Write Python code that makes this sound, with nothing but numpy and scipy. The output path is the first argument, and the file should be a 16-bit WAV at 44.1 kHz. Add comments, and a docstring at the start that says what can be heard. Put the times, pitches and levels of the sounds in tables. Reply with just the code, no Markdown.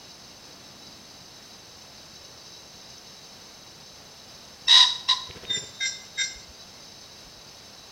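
"""Cock pheasant on a meadow

A harsh double crow, a whirr of wings and three softer calls. The two sides of the syrinx sound
at once: rasping when forced, ringing with sum and difference tones when eased. Near shrubs and the
wood's edge scatter the sound back, and a far tree line echoes it. Under it all lie distant outdoor
noise and the camera's steady, ringing hiss; a few soft bumps reach the microphone near the end."""
import sys
import numpy as np
from scipy import signal
from scipy.fft import rfft, irfft
from scipy.io import wavfile
from scipy.ndimage import uniform_filter1d, minimum_filter1d

SR = 44100
rng = np.random.default_rng(int(sys.argv[2]) if len(sys.argv) > 2 else 0)


def transcribe(signal):
    """Save signal, clipped to [-1, 1], as a 16-bit WAV file at the path in sys.argv[1]."""
    frames = np.atleast_2d(signal).T
    limited = np.clip(frames, -1, 1)
    pcm = np.round(limited * 32767).astype(np.int16)
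    wavfile.write(sys.argv[1], SR, pcm)


N = 348831
T = np.arange(N) / SR
FREQ = np.arange(N // 2 + 1) * SR / N


def undb(db):
    """Decibels to gain."""
    return np.exp(np.asarray(db) * np.log(10) / 20)


def unit(x):
    """Scale to rms 1."""
    return x / np.sqrt(np.mean(x ** 2))


def shape(x, gain):
    """Filter by a gain per frequency; rms 1."""
    return unit(irfft(rfft(x) * gain, N))


def colour(points):
    """Gain per frequency from (Hz, dB) points."""
    hz, db = np.transpose(points)
    return undb(np.interp(np.log(FREQ + 1), np.log(hz), db))


def noise(gain):
    """Coloured noise of rms 1."""
    return unit(irfft(rng.standard_normal(2 * len(FREQ)).view(complex) * gain, N))


def wander(rate_hz):
    """Smooth random motion of rms 1, mostly slower than rate_hz."""
    return noise(np.exp(-np.minimum(.5 * (FREQ / rate_hz) ** 2, 20)))


def throb(rate_hz, depth):
    """Bounded random swings of loudness; rms 1."""
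    return unit(1 + depth * np.tanh(wander(rate_hz)))


def turn(hz):
    """Phase of an oscillator with a moving pitch."""
    return 2 * np.pi * np.cumsum(hz) / SR


def swell(at, width):
    """A bell-shaped envelope; times in seconds."""
    return np.exp(-np.minimum(.5 * ((T - at) / width) ** 2, 20))


def ramp(start, length):
    """Rises from 0 to 1 over length seconds."""
    return np.clip((T - start) / length, 0, 1)


def held(start, length, attack, release):
    """A gate that opens just before the start, holds for length seconds and dies away."""
    rise = np.minimum(T - start, 0) / attack
    fall = np.maximum(T - start - length, 0) / release
    return np.exp(np.maximum(rise - fall, -20))


def swing(at, hz):
    """One suction followed by one push of air."""
    return swell(at, 0.63 / hz) * np.sin(2 * np.pi * hz * (T - at))


def outdoor_air():
    """Steady outdoor noise and microphone hiss, with one low swell in the distance."""
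    # spectrum of the noise floor: frequency_hz, level_db
    floor_spectrum = [(20, -14.5), (70, -1.5), (190, 1), (290, -4), (680, -3), (1300, -8.5), (2300, -11),
                      (3500, -10.5), (5000, -8), (6300, -23.5), (6900, -17), (8500, -22.5), (11000, -24.5),
                      (15500, -25)]
    breeze_db = .35 * wander(5)
    air = noise(colour(floor_spectrum)) * undb(-49.8 + breeze_db)
    distant = noise(colour([(120, -14), (220, 3.5), (330, 3), (480, -17), (1000, -45)]))
    return air + distant * swell(at=0.79, width=0.43) * undb(-59)


def camera_hiss():
    """The camera's own hiss rings in narrow resonances and flickers slightly."""
    # resonances: centre_hz, width_hz, relative_db
    resonances = [(2680, 62, -12), (2880, 27, -7), (3870, 110, -2.5), (3944, 37, 2.5), (4280, 130, -6),
                  (4316, 18, 0.5), (4540, 340, -7.5), (4795, 32, 3), (5170, 59, -5), (5334, 194, 0),
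                  (5980, 36, -13), (6130, 265, -1.5), (6150, 55, -9)]
    power = sum(undb(db) ** 2 / (1 + 2 * ((FREQ - hz) / width) ** 2) ** 2
                for hz, width, db in resonances)
    flicker_db = 1.1 * wander(32) + .4 * wander(1)
    return noise(np.sqrt(power)) * undb(-49.5 + flicker_db)


def squeaks():
    """Before it breaks into the rasp, the syrinx briefly whistles with a strong octave."""
    # one thin squeak per crow syllable: peak_s, pitch_hz, level_db, length_s
    onsets = [(4.68, 2690, -30, 0.01), (5.088, 2735, -32.5, 0.01)]
    out = 0
    for at, hz, db, length in onsets:
        phase = 2 * np.pi * hz * T
        tone = 0.7 * np.sin(phase) + 1.3 * np.sin(2 * phase)
        out += undb(db) * swell(at, length / 2) * tone
    return out


def crow():
    """One membrane shrieks on its fourth harmonic and slaps chaotically; the other sings low."""
    # the double crow: start_s, length_s, shriek_hz, low_hz, then the levels
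    # that the pressure scales: shriek_db, low_db, rasp_db
    syllables = [(4.684, 0.16, 3856, 1042, -11.5, -34, -18), (5.089, 0.044, 3932, 1043, -14.5, -31, -22.5)]
    # response of the throat and open beak: frequency_hz, gain_db
    throat = [(480, -33), (720, -11), (1100, -18), (1450, -9.5), (1880, -8.5), (2250, -11), (2850, -15),
              (3600, 5), (4300, -12), (4900, -3), (6100, -8), (7200, -20.5), (7900, -16), (11500, -33)]
    build_share, rasp_build_share, ease_s = 0.2, 0.32, 0.031  # pressure builds, holds, then eases
    start_flat, shriek_sag, low_sag = .013, 0.028, .056  # shares of pitch
    # the air pressure flutters, and each partial throbs
    flutter, low_throb, octave_throb = throb(90, .36), throb(50, .5), throb(60, .9)
    shriek_drift, low_drift = 1 + 0.0094 * wander(198), 1 + 0.0095 * wander(130)
    slap_drift, slap_throb = 1 + .09 * wander(711.5), throb(600, 0.67)
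    breath = rng.standard_normal(N)
    shriek_jitter, octave_jitter = .34 * wander(600), 1.1 * wander(70)
    out = 0
    for start, length, shriek_hz, low_hz, shriek_db, low_db, rasp_db in syllables:
        # pitch and loudness follow the pressure
        built, eased = ramp(start, build_share * length), ramp(start + length - ease_s, ease_s)
        slack = 1 - built * (1 - eased)
        fundamental_hz = shriek_hz / 4 * (1 - start_flat * (1 - built) - shriek_sag * eased)
        phase = turn(fundamental_hz * shriek_drift)
        low_phase = turn(low_hz * (1 - low_sag * ramp(start, length) ** 2) * low_drift)
        # the low voice pulls at the shriek and throws side tones around it
        pull = 0.22 * np.sin(low_phase) + shriek_jitter
        shriek = np.sin(4 * phase + pull) * flutter
        # the two fundamentals beat against each other, which makes the crow rattle
        low = np.sin(low_phase) * low_throb + undb(-15) * np.sin(phase)
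        voices = undb(shriek_db - 7 * slack) * shriek + undb(low_db - 3 * eased) * low
        octave = undb(-8.5) * np.sin(2 * phase + octave_jitter) * octave_throb
        slap_phase = turn(fundamental_hz * slap_drift)
        slaps = unit(np.exp(60 * (np.cos(slap_phase) - 1)) * slap_throb)  # one sharp pulse a cycle
        rasp = shape(slaps + .25 * breath, colour(throat)) * flutter
        rasp_cut_db = 6.75 - 4.5 * ramp(start, rasp_build_share * length) + 8 * eased
        gate = held(start, length, attack=0.0027, release=0.0019)
        out += gate * (voices + undb(rasp_db - rasp_cut_db) * (rasp + octave))
    return out


def tree_scatter(x, early_db=-5.5, early_t60_s=0.2, late_db=-10.5, late_t60_s=0.57):
    """Near shrubs answer at once, the wood's edge a little later and for longer."""
    # colour of the scatter: frequency_hz, gain_db
    scatter_spectrum = [(300, -9.5), (1000, 4), (1900, -4), (2900, -4.5), (3800, -4), (5100, 3.5),
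                        (7500, -2), (13000, -1)]
    tint = colour(scatter_spectrum)
    early = noise(1) * undb(-60 * T / early_t60_s) * (T > .012)
    late = noise(1) * undb(-60 * T / late_t60_s) * (1 - np.exp(-(T / 0.041) ** 2))
    response = (undb(early_db) * shape(early, tint) + undb(late_db) * shape(late, tint)) / np.sqrt(N)
    return signal.fftconvolve(x, response[:SR])[:N]


def far_echo(x, delay_s=.565):
    """A distant tree line returns a faint, dull copy."""
    tint = colour([(500, -42), (1100, -36), (1600, -39), (2100, -31), (3500, -44), (7000, -58)])
    return np.interp(T - delay_s, T, irfft(rfft(x) * tint, N), left=0)


def wing_whirr(count=6, first_s=5.301, beat_s=.0708, quicken_s=0.0016):
    """Quickening downstrokes thump the air, softer upstrokes follow; feathers rustle, quills snap."""
    # quills snapping together: time_s, level_db
    quills = [(5.311, -27), (5.4525, -26.5), (5.5315, -34), (5.575, -31)]
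    k = np.arange(count)
    times = first_s + beat_s * k - quicken_s * k * (k - 1) / 2
    levels_db = np.where(k < count - 1, -41.2, -51)  # the last beat is only a weak flick
    thumps = strokes = 0
    for at, db in zip(times, levels_db):
        thumps += undb(db - 2) * swing(at, hz=85)
        down, up = swell(at, 0.0079), 0.42 * swell(at + 0.054, 0.016)
        strokes += undb(db) * (down + up)
    whoosh = noise(colour([(40, -13), (90, 1.5), (140, 4.5), (260, -7.5), (450, -0.5),
                           (750, -17.5), (2000, -47)]))
    rustle = noise(colour([(400, -12), (1500, 1), (3500, 0), (6000, -13), (11000, -24)]))
    feathers = whoosh + undb(-7.5) * rustle
    snaps = sum(undb(db) * swing(at, hz=2700) for at, db in quills)
    return thumps + strokes * feathers + snaps


def soft_calls():
    """A whistle and a second voice modulate each other, giving sum and difference tones."""
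    # the three calls: start_s, length_s, whistle_hz, second_hz, scatter_share (of second_hz),
    # whistle_db, second_db (base for its tones), overtone_db, overtone_lag_s
    calls = [(5.5, 0.067, 3606, 1995, .022, -20.5, -39.5, -32, 0.059),
             (5.81, 0.049, 3664, 2085, 0.012, -25, -30, -34, 0.057),
             (6.18, 0.047, 3686, 2098, 0.013, -27, -30, -33, 0.035)]
    # tones of the coupled voices: whistle_multiple, second_multiple, relative_db
    coupled_tones = [(0, 1, 3), (1, -1, -1.5), (1, 1, -0.5), (2, -1, -3.5), (0, 2, -8.5), (2, -2, -15),
                     (3, -3, -12), (-1, 3, -19), (0, 3, -15), (3, -2, -19), (1, 2, -25), (3, -1, -31),
                     (2, 1, -31)]
    lead_s, sharp_hz, settle_s = 0.0217, 110, 0.0256  # the whistle sets in early and sharp, then settles
    split_hz, linger_s = 4000, 0.021  # tones above the split last longer
    drift, flutter = 1 + .0035 * wander(110), throb(40, .35)
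    scatter, tremble = wander(130), .28 * np.sin(turn(118 + 14 * wander(30)))
    husk = undb(-17) * noise(colour([(1200, -36), (1700, -4), (2700, -2), (4300, -8), (5400, 1),
                                     (6600, -4), (8500, -12), (12000, -36)]))
    out = 0
    for (start, length, whistle_hz, second_hz, scatter_share,
         whistle_db, second_db, overtone_db, overtone_lag) in calls:
        hz = whistle_hz + sharp_hz * np.exp(-np.clip((T - start + lead_s) / settle_s, 0, 20))
        phase = turn(hz * drift)
        second_phase = turn(second_hz * (1 + scatter_share * scatter)) + tremble
        whistle = undb(whistle_db) * swell(start + 0.029, width=0.03) * np.sin(phase)
        overtones = np.sin(2 * phase) + undb(-31) * np.sin(3 * phase)
        overtones *= undb(overtone_db) * swell(start + overtone_lag, width=0.023)
        soft_entry = undb(-6 * (1 - ramp(start - .003, .006)))
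        dark, bright = 0, husk
        for m, n, db in coupled_tones:
            tone = undb(db) * np.sin(round(m) * phase + round(n) * second_phase)
            if m * whistle_hz + n * second_hz < split_hz:
                dark = dark + tone
            else:
                bright = bright + tone
        # the second voice needs more pressure, so it starts later and grows through the call
        to_go = 1 - ramp(start, length)
        dark_gain = held(start, length, attack=0.0032, release=0.0074) * undb(-3 * to_go)
        bright_gain = held(start, length + linger_s, attack=0.0033, release=.008) * undb(-.5 - 7 * to_go)
        second_voice = undb(second_db) * (dark_gain * dark + bright_gain * bright)
        out += flutter * (soft_entry * (whistle + overtones) + second_voice)
    return out


def microphone_bumps():
    """Single slow pressure swings right at the microphone."""
    # soft low bumps: time_s, level_db, pitch_hz
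    bumps = [(6.369, -43, 54.4), (6.501, -43.5, 65), (7.27, -50, 45), (7.39, -58, 50)]
    return sum(undb(db) * swing(at, hz) for at, db, hz in bumps)


def scene():
    """The bird and its echoes over the meadow's background, on one microphone."""
    bird = squeaks() + crow() + wing_whirr() + soft_calls()
    meadow = bird + tree_scatter(bird)
    return (outdoor_air() + camera_hiss() + meadow + far_echo(meadow) + microphone_bumps())[None]


def record(dry):
    """The camera's limiter holds down the loudest peaks; the top of the treble is cut."""
    ceiling, hold_samples, top_hz = .66, 45, 15800
    gain = minimum_filter1d(ceiling / np.maximum(np.abs(dry), ceiling), size=hold_samples)
    limited = dry * uniform_filter1d(gain, size=hold_samples)
    return signal.sosfilt(signal.ellip(10, .1, 80, top_hz, fs=SR, output="sos"), limited)


dry = scene()
out = record(dry)
transcribe(out)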